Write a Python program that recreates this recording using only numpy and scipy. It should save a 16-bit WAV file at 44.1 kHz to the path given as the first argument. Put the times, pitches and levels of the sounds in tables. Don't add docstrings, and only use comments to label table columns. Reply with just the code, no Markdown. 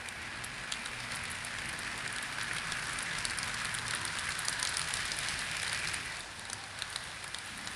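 import sys
import numpy as np
from scipy import signal
from scipy.fft import rfft, irfft, next_fast_len
from scipy.io import wavfile
from scipy.ndimage import uniform_filter1d

SR = 44100
rng = np.random.default_rng(int(sys.argv[2]) if len(sys.argv) > 2 else 0)


def store_pcm(level_fs):
    pcm = np.round(np.clip(level_fs, -1, 1) * 32767).astype(np.int16)
    wavfile.write(sys.argv[1], SR, np.atleast_2d(pcm).T)


def gain_from_db(level_db):
    decades = np.asarray(level_db, float) / 20
    return 10 ** decades


N = 341775
USUAL_ROAR_DB = -42


def colour(points, hz):
    f, db = np.transpose(points)
    return gain_from_db(np.interp(np.log(np.maximum(hz, 1)), np.log(f), db))


def unit(x):
    return x / np.sqrt(np.mean(x ** 2))


def walk(rate_hz):
    hold = int(SR / rate_hz)
    levels = rng.standard_normal(size=400)[np.arange(N) // hold % 400]
    return unit(uniform_filter1d(uniform_filter1d(levels, hold), hold))


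def mode(hz, centre_hz, width_hz):
    return 1 / (1 + 2j * (hz - centre_hz) / width_hz)


def sung(centre_hz, width_hz):
    size = next_fast_len(N)
    hz = np.arange(size // 2 + 1) * SR / size
    spectrum = rfft(rng.standard_normal(size)) * mode(hz, centre_hz, width_hz) ** 2
    return unit(irfft(spectrum, size)[:N])


def fade(start_s, end_s, fade_s):
    t = np.arange(N) / SR
    return np.clip(np.minimum(t - start_s, end_s - t) / fade_s + .5, 0, 1)


# [dB, scaled in each
PASSAGE = [(0, -45, -5, 5), (.45, -44, -5, 2), (.8, -43.3, -4, 5.5), (1.2, -42, -4, 1.5),
           (1.45, -42.5, -4, 4), (1.8, -41.5, -4.5, 0.5), (2.2, -40.5, -6, 1.5), (2.75, -40.5, -3, -1),
           (3.15, -39.5, -4.5, 0.5), (3.9, -40, -3.5, -1.5), (4.65, -40, -1.5, -1.3), (5.3, -40, -0.5, 3.5),
           (5.95, -40, -2.5, 5), (6.25, -47, -0.5, 2.5), (6.7, -47.5, -1, 1), (6.95, -45.5, -0.5, -1.5),
           (7.3, -47, -1.5, 1.5), (7.75, -45, -0.5, 1)]


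def passage():
    start_s, *columns = np.transpose(PASSAGE)
    return [np.interp(np.arange(N) / SR, start_s, column) for column in columns]


# centre_s [s], added_rumble_db [dB]
HOLLOW_SURGES = [(.75, 0), (1.2, 3.5), (1.7, 3), (2.15, -1), (2.55, 1), (2.92, 3.5), (3.5, 3), (3.95, 1),
                 (4.45, 0.5), (5.05, 3.5), (5.4, 2), (5.95, 2), (6.6, 2), (7.2, -2.5), (7.65, 4.5)]


def baseboard_levels(roar_db, tilt_db):
    t, width_s = np.arange(N) / SR, 0.074
    louder_db = roar_db - USUAL_ROAR_DB
    rumble_db = -52 + 0.585 * louder_db + 0.12 * tilt_db
    middle_db = -52.5 + .4 * louder_db + 0.087 * tilt_db
    surge_db = sum(db * np.exp(-((t - at_s) / width_s) ** 2 / 2) for at_s, db in HOLLOW_SURGES)
    return rumble_db + surge_db, middle_db


def grit(rate_hz, spread_db, tail_ms):
    sizes = gain_from_db(spread_db * rng.exponential(size=N).clip(0, 3))
    hits = (rng.random(N) < rate_hz / SR) * sizes
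    return signal.lfilter([1], [1, -np.exp(-1000 / (tail_ms * SR))], hits)


# pitch_hz [Hz], density_db [dB per Hz]
ROLLING_COLOUR = [(18, -40), (35, -2.5), (55, -3), (125, -1), (270, -9.5), (450, -9), (900, -3.5),
                  (1150, -4.5), (1700, -1), (2350, -5), (3200, -10.5), (4000, -11), (5100, -13.5),
                  (6400, -19.5)]
BORDERS_HZ = (330, 1150, 3000)


def rolling(roar_db, rumble_db, middle_db, hiss_db, tilt_db):
    size = next_fast_len(N)
    hz = np.arange(size // 2 + 1) * SR / size
    octave = np.log2(np.maximum(hz, 1) / 20)
    parts = np.zeros((4, N))
    knocks, swell = grit(rate_hz=170., spread_db=4.0, tail_ms=1.34), walk(9)
    roughness = gain_from_db(0.77 * (roar_db - USUAL_ROAR_DB))
    for step in range(20):
        centre_hz = 20 * 2 ** (step / 2)
        part = np.searchsorted(BORDERS_HZ, centre_hz)
        mask = np.cos(np.pi * np.clip(octave - step / 2, -.5, .5))
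        noise = rfft(rng.standard_normal(size))
        band = irfft(noise * mask * colour(ROLLING_COLOUR, hz), size)[:N]
        treble = np.clip(np.log2(centre_hz / 600) / 3, 0, 1)
        surge_db = 2.2 * (part == 0) * walk(4.6) + 2.5 * (step == 19) * walk(8.2)
        lean_db = (part == 2) * (step - 13) * 0.38 * tilt_db
        flicker_db = 0.79 * walk(20) + 0.21 * treble * swell + surge_db + lean_db
        parts[part] += band * gain_from_db(flicker_db) * (1 + 0.52 * treble * knocks * roughness)
    levels_db = (rumble_db - 1.5, middle_db, roar_db - 0.6, hiss_db)
    return sum(unit(part) * gain_from_db(db) for part, db in zip(parts, levels_db))


# start_s [s], wheel_db [dB], wheel_pitch_hz [Hz], flange_db [dB]
PASSENGER_WHEELS = [(0.0865, -29, 3680, -34.5), (0.3734, -36.5, 4100, -50), (0.4384, -29, 3810, -43),
                    (0.7174, -33, 3980, -40), (0.7218, -19.5, 3440, -33.5), (0.7366, -25, 3480, -42),
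                    (0.8587, -26, 3900, -38), (0.8714, -31, 3630, -40), (1.002, -32.5, 4400, -45.5),
                    (1.1192, -28.5, 3890, -38), (1.1433, -28, 3840, -45), (1.2533, -30, 3370, -39),
                    (1.5853, -28, 3540, -46), (1.6574, -35, 4500, -39), (1.7293, -33, 3940, -41),
                    (1.9777, -31.5, 3950, -35.5), (6.3944, -31.5, 3780, -37), (6.4526, -31.5, 3680, -45),
                    (6.4988, -27.5, 3920, -38), (6.5302, -22.5, 5900, -30), (6.6383, -31, 4187, -45),
                    (6.7885, -32, 3980, -37), (6.8208, -18.5, 3700, -36), (6.9272, -33, 4460, -41),
                    (6.9595, -19, 3870, -33.5), (7.2414, -34, 4310, -34.5), (7.278, -33, 4740, -39),
                    (7.3449, -20.5, 3870, -38), (7.3854, -28.5, 4110, -34), (7.673, -24.5, 4410, -43)]
GOODS_FRONT_WHEELS = [(2.0765, -27.5, 4200, -35.5), (2.162, -30.5, 4050, -39), (2.1834, -24, 3500, -39),
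                      (2.4106, -28, 4030, -46.5), (2.5643, -26, 3630, -40), (2.583, -24.5, 3510, -38),
                      (2.721, -19.5, 3500, -31.5), (2.8934, -31, 3960, -38), (2.9318, -32.5, 3920, -37.5),
                      (2.987, -27, 3510, -34), (3.186, -28.5, 4860, -34), (3.2515, -18.5, 4430, -29),
                      (3.2974, -25, 4330, -36.5), (3.307, -30, 4480, -36.5), (3.386, -23, 4600, -29),
                      (3.4297, -22, 4800, -32.5), (3.5414, -30.5, 4570, -39), (3.6532, -23.5, 3860, -35),
                      (3.7482, -25.5, 3650, -31), (3.7859, -22.5, 3580, -39), (3.8661, -31.5, 4850, -43),
                      (3.8804, -28, 4550, -34), (3.909, -21, 4210, -32.5), (3.9358, -28, 3510, -38),
                      (4.0509, -27, 3750, -24.5), (4.078, -28, 4430, -46), (4.152, -30, 3750, -40),
                      (4.1866, -24, 3610, -35.5), (4.193, -27.5, 4320, -35), (4.3206, -24, 4050, -37)]
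GOODS_REAR_WHEELS = [(4.4493, -28, 4460, -39), (4.4837, -14.5, 4960, -26.5), (4.527, -27, 4100, -37),
                     (4.5968, -30.5, 4700, -34), (4.6281, -15.5, 4850, -26.5), (4.6506, -19.5, 4160, -27.5),
                     (4.6716, -22, 4780, -35.5), (4.7406, -27, 4020, -35), (4.7695, -16.5, 4730, -26.5),
                     (4.794, -22, 4420, -29), (4.815, -21, 4300, -37), (4.9384, -20.5, 4200, -28),
                     (4.9691, -25, 4610, -36), (5.053, -30, 4460, -37), (5.1168, -22.5, 4770, -36),
                     (5.188, -23, 4900, -26.5), (5.2854, -20.5, 4330, -29), (5.3904, -25, 4320, -37),
                     (5.5673, -23.5, 4200, -36), (5.6293, -24, 4010, -33.5), (5.678, -26, 4080, -39),
                     (5.6955, -25, 5050, -38), (5.7292, -26, 4270, -32.5), (5.746, -26, 4840, -37),
                     (5.775, -27, 4850, -37), (5.8726, -23.5, 4170, -40), (5.8854, -27, 4650, -38),
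                     (5.9414, -26.5, 4630, -31), (6.168, -34, 4500, -45), (6.2048, -30.5, 4200, -40)]
# start_s [s], level_db [dB]
EARLY_GRAZES = [(0.4437, -25.5), (0.852, -36), (1.1504, -31), (1.1578, -24), (1.2366, -33), (1.3014, -31),
                (1.311, -34), (1.3157, -30), (1.4473, -25), (1.6891, -37), (1.6891, -29), (1.7892, -25),
                (2.1256, -30), (2.227, -26.5), (2.4304, -29.5), (2.5331, -29), (2.5474, -30),
                (2.8384, -31), (2.8689, -33), (3.0275, -27), (3.3745, -30), (3.4424, -33), (3.476, -27.5),
                (3.6471, -27), (3.741, -27), (3.9489, -22.5), (4.0123, -33)]
LATER_GRAZES = [(4.291, -29), (4.39, -21.5), (4.4527, -27), (4.494, -24), (4.6905, -25), (4.7811, -25),
                (4.801, -33), (4.8874, -27), (4.9534, -32), (5.167, -27), (5.6184, -30), (5.879, -32),
                (5.9344, -30), (6.0591, -35), (6.1943, -35), (6.9007, -33), (7.0376, -35), (7.4589, -34),
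                (7.5752, -35), (7.657, -37), (7.7059, -41.5)]
# start_s [s], level_db [dB]
BOARD_KNOCKS = [(0.7226, -32), (1.1044, -29), (1.1217, -26), (1.2376, -24), (1.5488, -28), (1.586, -30),
                (1.6165, -26), (2.0624, -22.5), (2.3835, -24), (2.4125, -26), (2.5111, -24), (2.5661, -26),
                (2.7182, -25), (2.8253, -31), (2.8958, -22.5), (3.2515, -31), (3.5003, -30), (3.9352, -22),
                (4.2867, -22), (4.3206, -35), (4.6549, -26), (5.4213, -24), (5.5469, -27), (5.6311, -24),
                (5.679, -35), (5.7299, -24), (5.9356, -25), (6.8205, -37), (6.958, -28), (7.2434, -29)]


def axle_contacts(wheels, drop_ms, ms_per_db, board_db):
    return [(s, db - 4, hz, flange_db + 5, db + board_db, drop_ms + ms_per_db * (db + 27.5))
            for s, db, hz, flange_db in wheels]


def contacts():
    wheel_hz = 4450
    axles = axle_contacts(PASSENGER_WHEELS, drop_ms=1.7, ms_per_db=0.03, board_db=-12)
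    for wheels in (GOODS_FRONT_WHEELS, GOODS_REAR_WHEELS):
        axles += axle_contacts(wheels, drop_ms=2.1, ms_per_db=-.065, board_db=-18)
    grazes = [(s, db - 18, wheel_hz, db - 1.5, db - 19, 2.4)
              for table in (EARLY_GRAZES, LATER_GRAZES) for s, db in table]
    knocks = [(s, db - 21, wheel_hz, db - 21.5, db - 6, 3.4) for s, db in BOARD_KNOCKS]
    rows = np.array(axles + grazes + knocks)
    rows[:, 5] *= np.exp(.2 * rng.standard_normal(len(rows)))
    return rows.T[:, :, None]


def ring(chatter, response):
    size = chatter.shape[1]
    sound = irfft(rfft(chatter) * response, size)
    return sound / np.abs(sound).max(axis=1, keepdims=True)


def joints():
    start_s, wheel_db, wheel_hz, flange_db, board_db, length_ms = contacts()
    size = 1024
    t, hz = np.arange(size) / SR, np.arange(size // 2 + 1) * SR / size
    age = t / (0.42 * np.clip(length_ms, .5, 8) / 1000)
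    envelope = age * np.exp(-age) + 0.34 * (1 - np.exp(-age)) * np.exp(-age / 4)
    chatter = rng.standard_normal((len(start_s), size)) * envelope
    from_peak = np.abs(age - 1)
    chatter = chatter + 1.6 * (from_peak == from_peak.min(axis=1, keepdims=True))
    flange_hz = 9608 + 90 * np.clip(flange_db - wheel_db, 0, 14)
    wheel_mode = mode(hz, wheel_hz, 2160) ** 2 - 0.31 * mode(hz, 7200, 1200)
    wheel_mode = wheel_mode + 0.35 * mode(hz, np.maximum(0.85 * wheel_hz, 3300), 1800)
    flange_mode = mode(hz, flange_hz, 3740) ** 2 + 0.63 * mode(hz, 12000, 2300)
    board_mode = mode(hz, 1850, 1110) ** 2
    clicks = gain_from_db(wheel_db + 4.5) * ring(chatter, wheel_mode)
    clicks += gain_from_db(flange_db + 3.0) * ring(chatter, flange_mode)
    clicks += gain_from_db(board_db + 4.0) * ring(chatter, board_mode)
    out = np.zeros(N + size)
    np.add.at(out, (start_s * SR).astype(int) + np.arange(size), clicks)
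    return out[:N]


# pitch_hz [Hz], width_hz [Hz], level_db [dB against the roar]
WAGON_SHELLS = [
    (1000, 130, -20),
    (1520, 160, -14),
    (1690, 140, -11.5),
    (1960, 170, -16),
    (2380, 170, -18),
]


def bodies(roar_db, tilt_db):
    out = np.zeros(N)
    for pitch_hz, width_hz, db in WAGON_SHELLS:
        lean_db = 4 * tilt_db * np.log2(min(pitch_hz, 2600) / 1800)
        out += gain_from_db(roar_db + db + lean_db + 3.2 * walk(22)) * sung(pitch_hz, width_hz)
    return out


# pitch_hz [Hz], width_hz [Hz], level_db [dB], start_s [s], end_s [s]
MOTOR_HUM = [
    (236, 18, -62.5, 0, 4.2),
    (288.6, 5.5, -68, .3, 3.2),
    (159, 20, -58, 2.4, 6.1),
    (99, 14.5, -63, 1, 8.5),
    (803, 52, -59.5, 6.45, 6.75),
    (700, 90, -55, 2.75, 2.77),
]


def motors():
    return sum(gain_from_db(db) * sung(pitch_hz, width_hz) * fade(start_s, end_s, .3)
               for pitch_hz, width_hz, db, start_s, end_s in MOTOR_HUM)


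# shaft_multiple [-], level_db [dB], start_s [s], end_s [s]
ARMATURE_TONES = [
    (1, -58, 2.3, 4.6),
    (1, -65, 0, 2.3),
    (2, -69, -.5, 4.2),
]


def armature():
    shaft_hz = 117.5 * (1 + .022 * walk(6))
    turns = np.cumsum(shaft_hz) / SR
    out = np.zeros(N)
    for multiple, db, start_s, end_s in ARMATURE_TONES:
        tone = np.sin(2 * np.pi * multiple * turns)
        out += gain_from_db(db + 3.5 + 3.7 * walk(12)) * tone * fade(start_s, end_s, 0.28)
    return out


def hall(x):
    t60_s, gap_s = 0.2, 0.0031
    t = np.arange(int(.3 * SR)) / SR
    tail = rng.standard_normal(len(t)) * gain_from_db(-60 * t / t60_s) * (t > gap_s)
    return signal.fftconvolve(x, tail / np.sqrt(np.sum(tail ** 2)))[:N]


def scene():
    roar_db, close_db, tilt_db = passage()
    rumble_db, middle_db = baseboard_levels(roar_db, tilt_db)
    clicks = joints()
    bed = rolling(roar_db, rumble_db, middle_db, roar_db + close_db, tilt_db)
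    engines = motors() + armature()
    mix = bed + clicks + bodies(roar_db, tilt_db) + engines + gain_from_db(-14.5) * hall(clicks)
    return mix[None]


def top_cut(x):
    return signal.sosfilt(signal.butter(12, 15710, fs=SR, output="sos"), x)


# pitch_hz [Hz], gain_db [dB]
MICROPHONE_PORT = [(6500, 0), (8200, 0.5), (9750, 4.5), (11000, -6), (12600, -21.5), (13400, -24),
                   (14400, -20.5), (15500, -30), (15850, -70)]


def record(dry):
    size = next_fast_len(N)
    port = colour(MICROPHONE_PORT, np.arange(size // 2 + 1) * SR / size)
    x = irfft(rfft(dry, size) * port, size)[:, :N]
    hz, _, cells = signal.stft(x, SR, nperseg=1024)
    patch = uniform_filter1d(np.abs(cells), size=11, axis=1)
    usual = uniform_filter1d(patch, size=15, axis=2)
    cells = cells * ((patch > gain_from_db(-1.2) * usual) | (hz[:, None] < 12000))
    mix = signal.istft(cells, SR, nperseg=1024)[1][:, :N]
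    return top_cut(mix)


dry = scene()
out = record(dry)
store_pcm(out)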